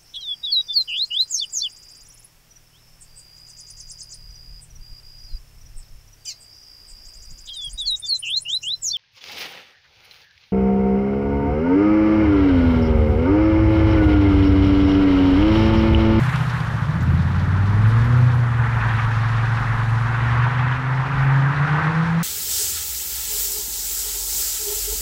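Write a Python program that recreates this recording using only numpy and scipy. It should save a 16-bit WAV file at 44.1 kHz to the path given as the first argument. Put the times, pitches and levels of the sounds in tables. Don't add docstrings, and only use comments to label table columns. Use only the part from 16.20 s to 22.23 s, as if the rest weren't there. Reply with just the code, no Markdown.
import sys
import numpy as np
from scipy import signal
from scipy.fft import rfft, irfft, next_fast_len
from scipy.io import wavfile

SR = 44100
rng = np.random.default_rng(int(sys.argv[2]) if len(sys.argv) > 2 else 0)


def master_out(mix):
    frames = np.transpose(np.atleast_2d(mix))
    ceiling = np.clip(frames, -1, 1)
    pcm = np.round(ceiling * 32767).astype(np.int16)
    wavfile.write(sys.argv[1], SR, pcm)


N = 265923
TIME = np.arange(N) / SR


def from_db(db):
    return 10 ** (np.asarray(db) / 20)


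def rms_one(x):
    return x / np.sqrt(np.mean(x ** 2) + 1e-20)


def in_time(rows):
    times, *columns = np.transpose(rows)
    return [np.interp(TIME, times, column) for column in columns]


def at_hz(spectrum, hz):
    points_hz, levels_db = np.transpose(spectrum)
    return np.interp(np.log(hz), np.log(points_hz), levels_db)


def swells(events):
    return sum(height * np.exp(-((TIME - s) / width) ** 2) for s, height, width in events)


def drift(rate_hz):
    step, settle = 40, 2000
    pole = np.exp(-2 * np.pi * rate_hz * step / SR)
    noise = rng.standard_normal(N // step + settle + 2)
    slow = signal.lfilter([1], [1, -2 * pole, pole * pole], noise)[settle:]
    return np.interp(np.arange(N) / step, np.arange(len(slow)), rms_one(slow))


def coloured(source, spectrum):
    size = next_fast_len(N)
    hz = np.maximum(np.fft.rfftfreq(size, 1 / SR), 1)
    low_cut = np.minimum(hz / spectrum[0][0], 1) ** 2
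    return rms_one(irfft(rfft(source, size) * low_cut * from_db(at_hz(spectrum, hz)), size)[:N])


def grains(per_s, spread_db):
    sizes = from_db(spread_db * np.minimum(rng.exponential(1, N), 4)) * rng.choice([-1, 1], N)
    return rms_one(sizes * (rng.random(N) < per_s / SR))


def patchy(source, spectrum, swing_db):
    size = next_fast_len(N)
    whole = rfft(coloured(source, spectrum), size)
    band = 3 * np.log2(np.clip(np.fft.rfftfreq(size, 1 / SR), 630, 5040) / 630)
    parts = (irfft(whole * np.maximum(1 - abs(band - k), 0), size)[:N] for k in range(10))
    return rms_one(sum(part * from_db(swing_db * drift(23)) for part in parts))


# time in seconds, level in dB.
TRAFFIC_LEVEL = [(0, -34), (2, -34.5), (3.9, -38), (5, -33.5), (6.03, -36)]
# frequency in Hz, relative density in dB.
TRAFFIC_SPECTRUM = [(40, -15.5), (80, 11.5), (150, 2.5), (220, -8), (320, -8), (450, -8), (700, -7),
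                    (2000, -54)]

def distant_traffic():
    level_db, = in_time(TRAFFIC_LEVEL)
    return from_db(level_db) * coloured(rng.standard_normal(N), TRAFFIC_SPECTRUM)


# time in seconds, relative level in dB.
WIND_LEVEL = [(0, -41), (.8, -44), (.9, -35), (1.35, -39.5), (1.75, -31.5), (2.2, -44), (2.6, -35.5),
              (3.3, -35.5), (4.65, -48), (5.05, -34), (5.35, -55), (6.03, -53)]
# frequency in Hz, relative density in dB.
WIND_SPECTRUM = [(20, 9.5), (35, 14), (55, 18), (85, 14.5), (120, 0), (200, 6.5), (400, -42)]

def wind():
    level_db, = in_time(WIND_LEVEL)
    return from_db(level_db + 3.0 + 2.4 * drift(7.4)) * coloured(rng.standard_normal(N), WIND_SPECTRUM)


# time in seconds, pitch in Hz, level in dB.
LOW_HUM = [(0, 58.8, -55), (1.35, 59.43, -33), (1.62, 36, -36), (1.8, 67.3, -30.5), (2.0, 97, -23.5),
           (2.3, 84.55, -33.5), (2.75, 43.94, -41), (3.75, 45.5, -39), (4.15, 74.5, -30.5), (4.8, 89, -57)]

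def low_hum():
    hum_hz, hum_db = in_time(LOW_HUM)
    angle = 2 * np.pi * np.cumsum(hum_hz) / SR
    return np.sqrt(2) * from_db(hum_db) * (np.sin(angle) + 0.66 * drift(7.4) * np.cos(angle))


# start in seconds, level in dB, pitch in Hz, decay in seconds.
CHIPS = [(.034, -38, 3400, .007), (.062, -33, 2200, .008), (.093, -30, 1700, .007), (.127, -29, 1700, .008),
         (.157, -28, 2000, 0.0069), (.295, -36.5, 3330, 0.013), (.402, -34, 2800, .006),
         (.803, -49, 5800, .026), (.828, -49, 12800, .004), (1.194, -42, 3600, .012),
         (1.672, -56, 10000, .045), (1.844, -57, 12000, 0.0088), (1.97, -62, 12000, 0.031),
         (2.135, -58, 10500, .045)]

def ice_chips():
    out = np.zeros(N)
    crunch = grains(per_s=20000, spread_db=0.5)
    for start_s, level_db, hz, decay_s in CHIPS:
        span = slice(int(start_s * SR), int(start_s * SR) + SR // 2)
        age = np.maximum(TIME[span] - start_s, 0) / decay_s
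        envelope = np.minimum(age / 0.18, 1) * np.exp(-age)
        octaves = 1.48 * (2000 / hz) ** 0.66
        reach = 2 ** (octaves / 2)
        band = signal.butter(2, [hz / reach, min(hz * reach, SR / 2 - 1)], "band", fs=SR, output="sos")
        out[span] += from_db(level_db) * envelope * rms_one(signal.sosfilt(band, crunch[span]))
    return out


# time in seconds, relative level in dB.
WHEELSPIN = [(0.02, -31.5), (0.07, -28), (0.27, -33), (0.32, -30), (0.85, -34.5), (1.86, -30.5),
             (2.16, -32.5), (2.69, -26), (2.86, -28.5), (3.62, -28), (3.66, -30.5), (4.18, -25.5),
             (4.55, -27), (4.57, -30), (5.06, -25.5), (5.36, -26.5), (5.61, -23.5), (5.98, -29.5)]
# centre in seconds, extra scrape in dB, half width in seconds.
ICE_PATCHES = [(.1, 8, 0.24), (2.74, 5.5, .13), (4.05, 6, .1), (4.5, 5.5, 0.19)]
# frequency in Hz, relative density in dB.
SCRUB_SPECTRUM = [(300, -15), (470, -11), (600, -14), (800, -1.5), (1000, 1), (1500, 1), (1900, -3.5),
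                  (2050, -8.5), (2400, -13), (3200, -25), (7000, -62)]
SCRAPE_SPECTRUM = [(1300, -14), (1900, 4), (2300, 0), (2600, 0.5), (3000, -6), (3600, -10), (6000, -50)]

def tyres():
    spin_db, = in_time(WHEELSPIN)
    steady_spin_db = -30
    scrape_db = -45 + 0.86 * (spin_db - steady_spin_db) + swells(ICE_PATCHES)
    scrub_gain = from_db(spin_db + 0.43 + .5 * drift(22))
    scrub = patchy(grains(per_s=16000, spread_db=2.0), SCRUB_SPECTRUM, swing_db=1.26)
    scrape_gain = from_db(scrape_db + 1.7 * drift(30))
    scrape = patchy(grains(per_s=9000, spread_db=2.0), SCRAPE_SPECTRUM, swing_db=3.25)
    return scrub_gain * scrub + scrape_gain * scrape


# time in seconds, relative levels of spray and of powder in dB.
THROWN_SNOW = [(0, -43.5, -51.5), (.22, -44, -52.5), (.7, -47.5, -61.5), (1.15, -47.5, -63),
               (1.58, -47.5, -62), (1.78, -45, -59.5), (2.3, -50, -59.5), (2.7, -45.5, -57.5),
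               (3.15, -44, -59.5), (3.7, -47.5, -56), (4.15, -45.5, -60), (4.5, -49, -63.5),
               (5.05, -47.5, -64), (5.62, -44.5, -60.5), (6.03, -46, -60)]
# frequency in Hz, relative density in dB.
SPRAY_SPECTRUM = [(2000, -22), (3000, 2), (3600, 2), (4400, -1.5), (4900, -5), (5600, -6), (7000, -14.5),
                  (10000, -23), (12000, -36), (15000, -50.5)]
POWDER_SPECTRUM = [(4000, -15.5), (6500, 3.5), (8500, -1), (11000, -3.5), (15000, -8)]
# time in seconds, gain above 10.5 kHz in dB.
POWDER_TOP_LEVEL = [(0, -0.5), (2.2, -7.5), (2.7, -12.5), (6.03, -8)]

def thrown_snow():
    spray_db, powder_db = in_time(THROWN_SNOW)
    top_db, = in_time(POWDER_TOP_LEVEL)
    spray_gain = from_db(spray_db - 1.65 + 0.76 * drift(15))
    spray = patchy(grains(per_s=18000, spread_db=3.5), SPRAY_SPECTRUM, swing_db=1.18)
    powder = coloured(grains(per_s=8000, spread_db=3.2), POWDER_SPECTRUM)
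    top = signal.sosfilt(signal.butter(4, 10500, "high", fs=SR, output="sos"), powder)
    body = signal.sosfilt(signal.butter(4, 10500, fs=SR, output="sos"), powder)
    powder_gain = from_db(powder_db - 1.8 + 0.76 * drift(25))
    return spray_gain * spray + powder_gain * (body + from_db(top_db) * top)


# time in seconds, level against the direct sound in dB.
ECHO_LEVEL = [(0, -25), (2.2, -30.5), (4.2, -26), (4.8, -9), (5.4, -6), (6.03, -7.5)]

def with_shop_echo(sound, delay_s=.1698):
    echo_db, = in_time(ECHO_LEVEL)
    return sound + from_db(echo_db) * np.interp(TIME - delay_s, TIME, sound, left=0)


# frequency in Hz, gain in dB.
PIPE = [(30, -12.5), (75, -14), (100, -4), (125, 4), (165, -4.5), (195, -14), (250, -16), (360, -25),
        (480, -19.5), (800, -40)]

def pipe_orders(orders, cycle_hz, cycles, rough):
    out = 0
    for multiple, level_db in orders:
        gain = from_db(level_db + at_hz(PIPE, multiple * cycle_hz))
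        angle = 2 * np.pi * (multiple * cycles + rng.random())
        out += gain * ((1 + rough * drift(5.6)) * np.sin(angle) + rough * drift(17) * np.cos(angle))
    return np.sqrt(2) * out


# time in seconds, firing rate in Hz.
REVS = [(0.0, 78.1), (0.3, 76.3), (0.62, 67.7), (0.82, 84.5), (1.0, 86), (1.4, 95.9), (1.95, 122.9),
        (2.1, 122.1), (2.8, 111), (3.3, 114.2), (3.6, 112.1), (4.2, 119.8), (4.55, 127.2), (4.95, 134.8),
        (5.22, 136.5), (5.5, 148.6), (5.75, 161.9), (6.03, 169)]
# time in seconds, relative level in dB.
DRIVE = [(0, -23), (.55, -27.5), (.81, -18.5), (.87, -9.5), (1.12, -13), (1.7, -13.5), (2.1, -19),
         (2.6, -20.5), (3.3, -21), (4.2, -21), (4.75, -25), (5.1, -19), (5.4, -21), (6.03, -14)]
# centre in seconds, depth in dB, half width in seconds.
NOTE_DIPS = [(3.416, 3.5, 0.048), (3.563, 4, 0.02), (4.615, 3, .06), (4.851, 7, 0.02), (4.965, 3, 0.031)]
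# time in seconds, relative level in dB.
OVERTONE_LEVEL = [(0, -22.5), (.35, -27), (.52, -26), (.8, -23.5), (1.3, -20.5), (1.85, -15), (2.4, -27),
                  (3.2, -32), (4.0, -25), (5.1, -25.5), (5.55, -18.5), (6.03, -24)]
# multiple of the cycle rate, relative level in dB.
OVERTONES = [(10, 0.5), (15, -3.5), (20, -7.5), (21, -9)]
LOPE = [(3, -21.5), (4, -8.5), (6, 0)]
BURBLE = [(7, -5), (8, 1), (9, -6), (11, 2.5), (12, -3), (13, -3), (14, -11.5), (16, -10)]
# centre in seconds, level in dB, half width in seconds.
BARK = [(.89, -34.5, 0.13)]
# frequency in Hz, relative density in dB.
BARK_SPECTRUM = [(120, -17), (230, 2), (300, 0), (380, -14), (600, -31), (1500, -60)]

def engine(cylinders=5, throttle_opens_s=0.83, throttle_ramp_s=0.037):
    firing_hz, = in_time(REVS)
    drive_db, = in_time(DRIVE)
    overtone_db, = in_time(OVERTONE_LEVEL)
    cycle_hz = firing_hz / cylinders
    cycles = np.cumsum(cycle_hz * (1 + .002 * drift(11))) / SR
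    firing = np.sin(2 * np.pi * cylinders * cycles)
    note_db = drive_db + at_hz(PIPE, firing_hz)
    note = np.sqrt(2) * from_db(note_db - swells(NOTE_DIPS) + 1.3 * drift(14)) * firing
    overtones = from_db(overtone_db) * pipe_orders(OVERTONES, cycle_hz, cycles, rough=0.3)

    steady_drive_db, cruise_hz = -20, 100
    effort_db = drive_db - steady_drive_db
    shut = np.clip((throttle_opens_s - TIME) / throttle_ramp_s, 0, 1)
    lope_db = -32 + 0.44 * effort_db - 9 * shut
    burble_db = -33 + 0.71 * effort_db + 2 * shut
    burble_db -= 12.5 * np.log2(firing_hz / cruise_hz)
    lope = from_db(lope_db) * pipe_orders(LOPE, cycle_hz, cycles, rough=0.14)
    burble = from_db(burble_db) * pipe_orders(BURBLE, cycle_hz, cycles, rough=0.33)

    gas = rng.standard_normal(N) * (1 + firing)
    puffs = from_db(note_db - 20) * coloured(gas, PIPE + [(2000, -78)])
    bark = coloured(gas, BARK_SPECTRUM) * swells((s, from_db(db), width) for s, db, width in BARK)
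    return note + overtones + lope + burble + puffs + bark


def scene():
    mix = with_shop_echo(engine()) + low_hum()
    mix += tyres() + thrown_snow() + ice_chips()
    mix += wind() + distant_traffic()
    return mix[None]


def record(dry, cutoff_hz=15250):
    return signal.sosfilt(signal.ellip(12, .1, 90, cutoff_hz, fs=SR, output="sos"), dry)


dry = scene()
out = record(dry)
master_out(out)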